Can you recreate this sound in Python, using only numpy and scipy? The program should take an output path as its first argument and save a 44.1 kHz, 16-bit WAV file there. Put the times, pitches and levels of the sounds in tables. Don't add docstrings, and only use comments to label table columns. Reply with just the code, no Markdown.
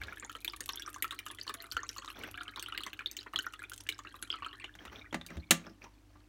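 import sys
import numpy as np
from scipy import signal
from scipy.fft import rfft, irfft, next_fast_len
from scipy.io import wavfile
from scipy.ndimage import map_coordinates

SR = 44100
rng = np.random.default_rng(int(sys.argv[2]) if len(sys.argv) > 2 else 0)


def transcribe(signal):
    frames = np.atleast_2d(signal).T
    limited = np.clip(frames, -1, 1)
    pcm = np.round(limited * 32767).astype(np.int16)
    wavfile.write(sys.argv[1], SR, pcm)


N = 276948

# (frequency [Hz], level [dB])
AIR_SPECTRUM = [(18, -42.5), (30, -12.5), (45, 3), (100, 8), (150, -15), (210, -7), (295, 6), (420, -14.5),
                (520, -12.5), (800, -10), (1400, -17), (3000, -19.5), (6000, -21.5), (16000, -31)]
# (frequency [Hz], level [dB])
HUM_PARTIALS = [(49.6, -65.5), (99.6, -68.5), (300.5, -73.5)]
# (frequency [Hz], t60 [s])
ROOM_DECAY = [(150, 0.42), (1000, 0.24), (3000, 0.2), (8000, 0.18), (15000, 0.087)]
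# (frequency [Hz], t60 [s])
TUB_DECAY = [(200, 0.12), (1200, 0.052), (4000, 0.018), (12000, 0.028)]
# (time [s], pitch [Hz], level [dB])
SOFT_TONES = [(1.555, 676, -59.5), (2.35, 720, -62)]
# (frequency [Hz], level [dB])
SLEEVE_SPECTRUM = [(71, -48), (120, -13.5), (275, -1), (350, -2.5), (961, -8), (1630, -7), (5040, -23),
                   (5800, -15.5), (7860, -44.5), (15000, -29.5)]
# (time [s], length [s], level [dB])
SLEEVE_STROKES = [(0.0, 0.12, -50.5), (2.15, 0.13, -46), (4.785, 0.09, -51.5), (4.91, 0.086, -48.5),
                  (5.29, 0.058, -49), (5.55, 0.13, -56), (5.811, 0.038, -51), (6.09, 0.028, -68)]
# (time [s], level [dB])
HAND_JOLTS = [(0.0, -31.5), (0.56, -50), (1.74, -42), (2.18, -44), (2.3, -44), (4.4, -43), (4.68, -51),
              (4.87, -41), (4.98, -44), (5.14, -42), (5.355, -29.5)]
# (frequency [Hz], level [dB])
JOLT_SPECTRUM = [(20, -16), (45, -8.0), (70, 10.0), (120, -7), (220, -26.0), (600, -65.5)]
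# (time [s], pitch [Hz], level [dB])
PITCHED_TICKS = [(4.622, 2010, -39.5), (4.644, 2980, -26.5), (4.959, 3410, -31.5), (5.013, 2300, -38),
                 (5.213, 3560, -30.5), (5.264, 4630, -35.5), (5.287, 2370, -40), (5.433, 2310, -44),
                 (5.642, 2450, -42.5), (5.667, 5310, -39), (5.697, 5300, -44.5), (5.819, 2450, -37),
                 (5.841, 5810, -38.5), (5.858, 990, -42)]
# (time [s], crack [dB], body [dB], brightness [dB/octave])
PANEL_KNOCKS = [(4.641, -33.5, -58, -6), (4.751, -42.5, -35, -3), (4.851, -38, -35, -2.5),
                (5.1256, -30.5, -14, -7), (5.143, -22.5, -8.5, -5.5), (5.211, -39.5, -32, -6),
                (5.263, -38, -35.5, 3.5), (5.302, -40, -17.5, -5.5), (5.368, -42.5, -17, -3),
                (5.5076, -4, -0.5, 0), (5.666, -40, -22.5, -11.5), (5.698, -70.5, -24.5, -9),
                (5.841, -42, -37, -7), (6.155, -48, -46.5, -18.5)]
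# (frequency [Hz], level [dB])
CRACK_SPECTRUM = [(120, -25), (200, -4), (400, -7), (800, -4), (1180, -3), (1500, 2.5), (2090, 5.5),
                  (2850, -1), (3900, -1), (5000, -8), (6400, 1), (8250, -9.5), (8900, -6.5), (16000, -11.5)]
# (frequency [Hz], level [dB], t60 [s])
PANEL_MODES = [(170.7, -1.5, .24), (208, -3, 0.16), (246, -4.5, 0.25), (326, -1, 0.12), (400, -11.5, 0.14),
               (553, -8, .12), (608, -9.5, 0.086), (675, -11, 0.1), (854, -16.5, 0.12), (1181, -4.5, 0.18),
               (1780, 8, 0.015), (1970, 3.5, 0.025), (2760, 13.5, .04), (3100, 0.5, 0.099),
               (3870, 14, 0.044), (6840, 7.5, 0.025), (7030, -1.5, 0.067), (8230, 18.5, 0.015)]
# (frequency [Hz], level [dB])
WALL_SPECTRUM = [(100, -28), (160, -32), (215, -5.5), (300, 19), (420, 11), (560, -11.5), (750, -24),
                 (950, -12.5), (1300, 0.5), (2200, -23.5), (5000, -70)]
# (time [s], minor bubbles [dB], spatter [dB])
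TRICKLE_LEVELS = [(0, -57, -53), (.7, -52, -42), (1.498, -54, -45), (2.1, -50, -48), (2.6, -48, -52.5),
                  (3.1, -55, -53.5), (3.8, -62.5, -43.5), (4.4, -47.5, -58), (4.8, -46, -61),
                  (5.3, -52, -60), (5.699, -68.5, -70.5), (6.28, -68.5, -79)]
# (frequency [Hz], level [dB])
SLAP_SPECTRUM = [(100, -67), (300, -2.5), (600, -50), (1200, -26.5), (3000, 7), (5000, -4.5), (8000, -6.5),
                 (12000, -8), (16000, -10)]
# (frequency [Hz], level [dB])
PLOP_SPECTRUM = [(120, -48), (220, 9.5), (400, 4), (560, 7), (800, -19.5), (1100, 3.5), (1800, 17),
                 (3000, -6), (6000, -37), (14000, -40)]
# (frequency [Hz], level [dB])
FIZZ_SPECTRUM = [(500, -46), (1100, -6), (2000, -16), (3500, 32), (5000, -18), (9000, -39), (16000, -43)]
# (time [s], small bubble [dB], its pitch [Hz],
# large bubble [dB], its pitch [Hz], slap [dB], plop [dB])
DROPS = [(0.0157, -30.5, 2260, -35.5, 1615, -49.5, -68), (0.0356, -38.5, 2530, -46, 1350, -41.5, -57),
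         (0.0826, -40, 2270, -38.5, 1640, -74, -51), (0.1241, -35.5, 2340, -39.5, 1380, -62, -54),
         (0.1717, -42, 3360, -41.5, 1710, -61, -62), (0.1983, -31, 7400, -72, 1280, -70, -70),
         (0.225, -38.5, 2370, -45, 1170, -66, -45.5), (0.2476, -30.5, 7030, -46, 867, -73, -59),
         (0.2959, -37, 3130, -38, 1350, -44.5, -65), (0.3511, -31.5, 3140, -38.5, 1300, -53, -47),
         (0.4466, -25, 2500, -44.5, 1660, -32, -54), (0.4782, -19, 3480, -48, 905, -42, -70),
         (0.5348, -35.5, 2300, -40, 1185, -45, -62), (0.6063, -26.5, 6730, -40.5, 1750, -34.5, -46),
         (0.6907, -23.5, 4220, -35, 1127, -27, -45.5), (0.734, -28.5, 5600, -48.5, 939, -63, -70),
         (0.7737, -28, 3470, -56, 2050, -66, -72), (0.7966, -30.5, 5700, -42.5, 1640, -48, -61),
         (0.8216, -30.5, 3410, -68, 1650, -45, -71), (0.8622, -32, 5840, -44, 1490, -66, -65),
         (0.8764, -44, 2330, -35, 1247, -60, -48), (0.9431, -30.5, 6300, -44, 1670, -41.5, -69),
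         (0.961, -48, 5650, -38, 1110, -52, -60), (1.0241, -26, 2230, -30.5, 2030, -27.5, -58),
         (1.0434, -31, 2400, -31.5, 1300, -40, -54), (1.1086, -26.5, 3700, -42, 1440, -36, -59),
         (1.123, -35, 3900, -39.5, 1150, -59, -45.5), (1.1898, -30.5, 2370, -44, 2150, -37, -53),
         (1.264, -44, 3160, -38.5, 1250, -38, -47), (1.302, -32.5, 3390, -44.5, 1095, -67, -48.5),
         (1.3859, -36, 3140, -42, 1980, -67, -50), (1.413, -25, 4700, -65, 1180, -72, -70),
         (1.4673, -42, 5650, -44, 1130, -49, -51), (1.4782, -25.5, 4440, -45, 1030, -38, -61),
         (1.4948, -50, 3580, -32.5, 1164, -35.5, -43.5), (1.5407, -35, 3670, -44, 1160, -37.5, -45),
         (1.6029, -33, 4190, -47, 1980, -70, -57), (1.6414, -40, 2080, -44, 1340, -54, -69),
         (1.7147, -51, 7300, -61, 1830, -37.5, -63), (1.721, -32, 5570, -44, 1440, -37, -60),
         (1.7673, -25.5, 3020, -24, 1424, -42, -45), (1.8323, -29.5, 6540, -36.5, 1165, -68, -53.5),
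         (1.891, -36, 3750, -64, 1850, -34.5, -50.5), (1.9635, -40, 2860, -41.5, 1166, -50, -64),
         (1.9821, -30, 6900, -41.5, 1100, -35, -49), (2.0213, -42, 2930, -44.5, 1160, -58, -71),
         (2.0449, -57, 3590, -42, 1090, -71, -63), (2.0776, -32.5, 3780, -39.5, 1230, -66, -59),
         (2.1019, -40, 2730, -45, 1130, -43, -62), (2.2359, -32, 2930, -39.5, 1530, -46, -43),
         (2.3421, -33, 2920, -44.5, 1260, -74, -72), (2.3758, -35, 2310, -38.5, 1640, -66, -71),
         (2.4092, -34, 3200, -35.5, 1380, -66, -58), (2.4799, -29, 3080, -45, 1290, -50, -48),
         (2.5602, -31, 3920, -48, 1130, -48, -49), (2.5741, -43, 2360, -38.5, 1046, -50, -47),
         (2.5956, -31, 6200, -52, 1070, -35.5, -67), (2.6255, -33, 2830, -45, 1630, -36, -72),
         (2.661, -28, 3080, -54.5, 1150, -54, -67), (2.6846, -52, 3260, -39, 1390, -50.5, -67),
         (2.7238, -27.5, 2930, -36, 1300, -58, -68), (2.7476, -35, 2740, -38, 1605, -59, -69),
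         (2.7765, -24, 2840, -34.5, 2113, -37, -48), (2.8062, -29.5, 4070, -41, 1200, -46, -64),
         (2.835, -28, 3050, -67, 1220, -39, -66), (2.8645, -32.5, 6140, -36.5, 1115, -41.5, -41.5),
         (2.9316, -40, 2740, -45.5, 1660, -39, -71), (2.9917, -30, 2410, -37.5, 1640, -42, -57),
         (3.0066, -37.5, 2500, -37.5, 1400, -65, -62), (3.0599, -17.5, 3680, -55, 1390, -50, -72),
         (3.1133, -34, 6200, -72, 1430, -42, -60), (3.1674, -29, 3050, -45, 2210, -33.5, -66),
         (3.1891, -28, 4070, -52, 1800, -71, -69), (3.2095, -36.5, 4790, -69, 1910, -48, -79),
         (3.2623, -59, 2770, -43.5, 1010, -68, -45.5), (3.3351, -36.5, 2830, -35.5, 1200, -55, -46),
         (3.3595, -15.5, 3310, -38.5, 1220, -33.5, -69), (3.3888, -20.5, 3030, -30.5, 1510, -35, -67),
         (3.4433, -48, 3590, -42, 1610, -63, -52), (3.4658, -37.5, 5900, -29, 1420, -72, -65),
         (3.5365, -35, 2890, -42, 1306, -47, -54), (3.5924, -40, 8300, -42.5, 1660, -57, -62),
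         (3.62, -42, 2390, -39, 1410, -67, -71), (3.638, -30.5, 2410, -44, 1450, -64, -82),
         (3.7174, -50, 2800, -38, 1450, -47, -66), (3.8042, -36, 5760, -59, 958, -66, -74),
         (3.866, -40, 2780, -45.5, 1690, -55, -56), (3.8896, -19.5, 2950, -28, 2300, -31.5, -64),
         (3.924, -29, 3850, -47, 1620, -52, -71), (3.9904, -41.5, 7260, -38.5, 1165, -46.5, -53),
         (4.0491, -50, 4500, -41.5, 1300, -71, -48), (4.0712, -34.5, 2780, -49, 1590, -77, -56),
         (4.142, -49, 2680, -41.5, 1180, -61, -54), (4.2256, -37, 3510, -39, 1520, -35.5, -55),
         (4.3024, -18.5, 3270, -50, 1400, -73, -72), (4.3268, -25, 3130, -46, 1430, -81, -67),
         (4.34, -32, 3260, -34.5, 1300, -75, -56), (4.4224, -37, 2860, -35.5, 1146, -78, -50),
         (4.4464, -28, 3120, -48, 1060, -60, -70), (4.4627, -40, 2680, -33, 1310, -52, -66),
         (4.5293, -36, 3270, -62, 1670, -69, -78), (4.5988, -38, 2450, -59, 1600, -54, -74)]

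SMALL_DB, LARGE_DB, SLAP_DB, PLOP_DB = -1.5, 5.5, 11, 7.5
SMALL_CYCLES, LARGE_CYCLES = 9.2, 8.9
SMALL_RISE, LARGE_RISE, RISE_SCATTER = .15, .077, .32
PINCH_DB, PINCH_T60_S = -14.5, .014
SHED_DB, SHED_S, SHED_RATIO = -12, .011, 1.17


def amp(db):
    return 10 ** (np.asarray(db) / 20)


def unit(x):
    return x / np.sqrt(np.mean(x ** 2) + 1e-20)


def along(points, hz):
    freqs, values = np.transpose(points)
    return np.interp(np.log(hz + 1), np.log(freqs + 1), values)


def wobble(rate):
    coarse = np.arange(0, N + 32, 32)
    knots = rng.standard_normal(int(N * rate / SR) + 4)
    return np.interp(np.arange(N), coarse, map_coordinates(knots, [coarse * rate / SR]))


def filtered(x, response):
    size = next_fast_len(len(x) + min(len(x), 8192))
    return irfft(rfft(x, size) * response(np.fft.rfftfreq(size, 1 / SR)), size)[:len(x)]


def noise(spectrum, size, tilt_db=0):
    def response(hz):
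        return amp(along(spectrum, hz) + tilt_db * np.log2(np.maximum(hz, 1000) / 3000))
    return unit(filtered(rng.standard_normal(size), response))


def add(track, s, sound):
    start = int(np.clip(round(s * SR), 0, N))
    track[start:start + len(sound)] += sound[:N - start]


def burst(t, db, rise_s, t60_s):
    return amp(db - 60 * t / t60_s) * (1 - np.exp(-t / rise_s))


def ping(hz, cycles, rise):
    life = .004 * np.tanh(cycles / hz / .004)
    t = np.arange(int(4 * life * SR)) / SR
    age = t / life
    phase = 2 * np.pi * np.cumsum(hz * (1 + rise * np.tanh(age / 1.5))) / SR
    fade = np.exp(-age / 2 - (age / 1.7) ** 2)
    return np.sin(phase) * fade * (1 - np.exp(-t * hz))


def room_tone():
    t = np.arange(N) / SR
    hum = sum(np.sqrt(2) * amp(db + wobble(1.4)) * np.sin(2 * np.pi * hz * t + .16 * wobble(.67))
              for hz, db in HUM_PARTIALS)
    return hum + amp(-66.5) * noise(AIR_SPECTRUM, N)


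def tail(decays, size):
    hz, t, spectrum = signal.stft(rng.standard_normal(size), SR, nperseg=256)
    echo = signal.istft(spectrum * amp(-60 * t / along(decays, hz)[:, None]), SR, nperseg=256)[1]
    echo *= 1 - np.exp(-np.arange(len(echo)) / SR / .0011)
    return echo / np.linalg.norm(echo)


def echoes(x, decays, delay_s, size, stretches):
    out = np.zeros(N)
    for part in np.array_split(np.arange(N), stretches):
        add(out, part[0] / SR + delay_s, signal.fftconvolve(x[part], tail(decays, size)))
    return out


def soft_tones():
    out, t = np.zeros(N), np.arange(SR // 3) / SR
    age = t / .038
    for s, hz, db in SOFT_TONES:
        add(out, s, amp(db) * age * np.exp(1 - age) * np.sin(2 * np.pi * hz * t))
    return out


def sleeve_rustle(count=260, grip_db=-70, attack_s=.015, release_s=.025):
    slips = unit(amp(2.8 * wobble(240)) * noise(SLEEVE_SPECTRUM, N))
    catches = np.zeros(N)
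    for (when, pitch), size in zip(rng.random((count, 2)), rng.standard_normal(count)):
        add(catches, when * N / SR, amp(3 * size) * ping(1000 * 5 ** pitch, cycles=8, rise=0))
    pressure, t = np.full(N, amp(grip_db)), np.arange(SR) / SR
    for s, length, db in SLEEVE_STROKES:
        release = np.exp(-np.maximum(t - length, 0) / release_s)
        add(pressure, s, amp(db) * np.minimum(t / attack_s, 1) * release)
    return pressure * (amp(-6.5) * slips + amp(-13.5) * unit(catches))


def hand_jolts():
    shake, t = np.zeros(N), np.arange(SR) / SR
    for s, db in HAND_JOLTS:
        add(shake, s, burst(t, db, rise_s=.007, t60_s=.3))
    return amp(-10.5) * shake * noise(JOLT_SPECTRUM, N)


def pitched_ticks():
    out = np.zeros(N)
    for s, hz, db in PITCHED_TICKS:
        add(out, s, amp(db - 3.5) * ping(hz, cycles=5.4, rise=0))
    return out + amp(-1.5) * echoes(out, TUB_DECAY, delay_s=.0027, size=8192, stretches=8)


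def panel_knocks():
    out, t = np.zeros(N), np.arange(SR // 2) / SR
    contact = amp(-9.5 - 60 * np.maximum(t - .002, 0) / .033) + amp(-18.5 - 60 * t / .098)
    contact *= 1 - np.exp(-(t / .0011) ** 2)
    for s, crack_db, body_db, tilt_db in PANEL_KNOCKS:
        crack = contact * noise(CRACK_SPECTRUM, len(t), tilt_db)
        ring = np.zeros(len(t))
        for hz, db, t60 in PANEL_MODES:
            blow_db = body_db if hz < 1000 else crack_db + tilt_db * np.log2(hz / 2000)
            onset = 1 - np.exp(-(t / max(1 / hz, .0012)) ** 2)
            swing = onset * np.sin(2 * np.pi * (hz * t + rng.random()))
            ring += amp(blow_db + db + rng.normal() - 60 * t / t60) * swing
        add(out, s, amp(crack_db) * crack + amp(-26) * ring)
    return out


def tub_wall(water, smoothing_s=.012):
    push = signal.lfilter([1], [1, -np.exp(-1 / (smoothing_s * SR))], np.abs(water))
    return amp(-66.5) * unit(push ** .7) * noise(WALL_SPECTRUM, N)


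def spatter(count=210):
    out, t = np.zeros(N), np.arange(SR // 100) / SR
    times, _, level_db = np.transpose(TRICKLE_LEVELS)
    for (when, pitch), size in zip(rng.random((count, 2)), np.clip(rng.standard_normal(count), -2, 2)):
        s, hz = when * DROPS[-1][0], 5500 * 2.4 ** pitch
        tick = unit(filtered(noise(SLAP_SPECTRUM, len(t)), lambda f: 1 / np.hypot(1, (f - hz) / 1200)))
        db = np.interp(s, times, level_db) - 4.3 + 5.4 * size
        add(out, s, amp(db - 60 * t / .012) * tick)
    return out


def minor_bubbles(count=1100, wake_share=.65, mean_lag_s=.022):
    out = np.zeros(N)
    times, level_db, _ = np.transpose(TRICKLE_LEVELS)
    chances, spreads = rng.random((count, 4)), np.clip(rng.standard_normal((count, 2)), -2, 2)
    for (pick, kind, lag, pitch), (size, life) in zip(chances, spreads):
        if kind < wake_share:
            s = DROPS[int(pick * len(DROPS))][0] - mean_lag_s * np.log(1 - lag)
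        else:
            s = pick * (N - 1) / SR
        hz = 1050 * 4.1 ** pitch
        cycles = 10.5 * np.sqrt(hz / 2000) * np.exp(.58 * life)
        db = np.interp(s, times, level_db) - 1 + 3 * size
        add(out, s, amp(db) * ping(hz, cycles, rise=.087))
    return out


def plops(collapse_lag_s=.002996):
    out, t = np.zeros(N), np.arange(SR // 12) / SR
    fizz = burst(t, -23.5, rise_s=.0029, t60_s=.022)
    for s, small_db, _, large_db, _, _, db in DROPS:
        collapse = burst(t, db + PLOP_DB, rise_s=.0025, t60_s=.038)
        add(out, s + collapse_lag_s, collapse * noise(PLOP_SPECTRUM, len(t)))
        churn = amp(small_db + SMALL_DB) + amp(large_db + LARGE_DB)
        add(out, s, churn * fizz * noise(FIZZ_SPECTRUM, len(t)))
    return out


def slaps(colour_spread_db=9.5):
    out, t = np.zeros(N), np.arange(SR // 50) / SR
    shape = burst(t, 0, rise_s=.0004, t60_s=.0028) + burst(t, -12, rise_s=.0004, t60_s=.03)
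    bands = np.geomspace(1000, 16000, 14)
    for s, *_, db, _ in DROPS:
        colour = np.column_stack([bands, colour_spread_db * rng.standard_normal(len(bands))])
        hiss = unit(filtered(noise(SLAP_SPECTRUM, len(t)), lambda hz: amp(along(colour, hz))))
        add(out, s, amp(db + SLAP_DB) * shape * hiss)
    return out


def crackle(hz, size):
    def band(f):
        return f * hz / (f * f + hz * hz) * (f > 500) / (1 + (f / 7000) ** 2)
    return unit(filtered(rng.standard_normal(size), band))


def plinks():
    out, t = np.zeros(N), np.arange(SR // 40) / SR
    spreads = rng.standard_normal((len(DROPS), 2, 3))
    for (s, small_db, small_hz, large_db, large_hz, *_), spread in zip(DROPS, spreads):
        small = small_hz, small_db + SMALL_DB, SMALL_CYCLES, SMALL_RISE
        large = large_hz, large_db + LARGE_DB, LARGE_CYCLES, LARGE_RISE
        for (hz, db, cycles, rise), (climb, lag, detune) in zip((small, large), spread):
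            rise *= np.exp(RISE_SCATTER * climb)
            add(out, s, amp(db) * ping(hz / (1 + rise / 2), cycles, rise))
            pinch = burst(t, db + PINCH_DB, rise_s=.0036, t60_s=PINCH_T60_S)
            add(out, s, pinch * crackle(hz, len(t)))
            shed = ping(hz * SHED_RATIO * np.exp(.14 * detune), cycles, rise)
            add(out, s + SHED_S * np.exp(.45 * lag), amp(db + SHED_DB) * shed)
    return out


def scene():
    water = amp(-.7) * plinks() + minor_bubbles() + slaps() + spatter() + plops()
    tub_echo = echoes(water, TUB_DECAY, delay_s=.0032, size=8192, stretches=32)
    tub = water + amp(-8.5) * tub_echo + tub_wall(water)
    knocks, ticks = panel_knocks(), pitched_ticks()
    into_room = amp(-19) * tub + amp(-18) * knocks + amp(-13.5) * ticks
    room_echo = echoes(into_room, ROOM_DECAY, delay_s=.008, size=24576, stretches=12)
    handling = sleeve_rustle() + hand_jolts()
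    return tub + soft_tones() + knocks + ticks + room_echo + handling + room_tone()


def record(dry):
    ceiling, top_hz = .58, 16100
    rounded = dry / (1 + np.abs(dry / ceiling) ** 4) ** .25
    return filtered(rounded, lambda hz: 1 / np.sqrt(1 + (hz / top_hz) ** 160))[None]


dry = scene()
out = record(dry)
transcribe(out)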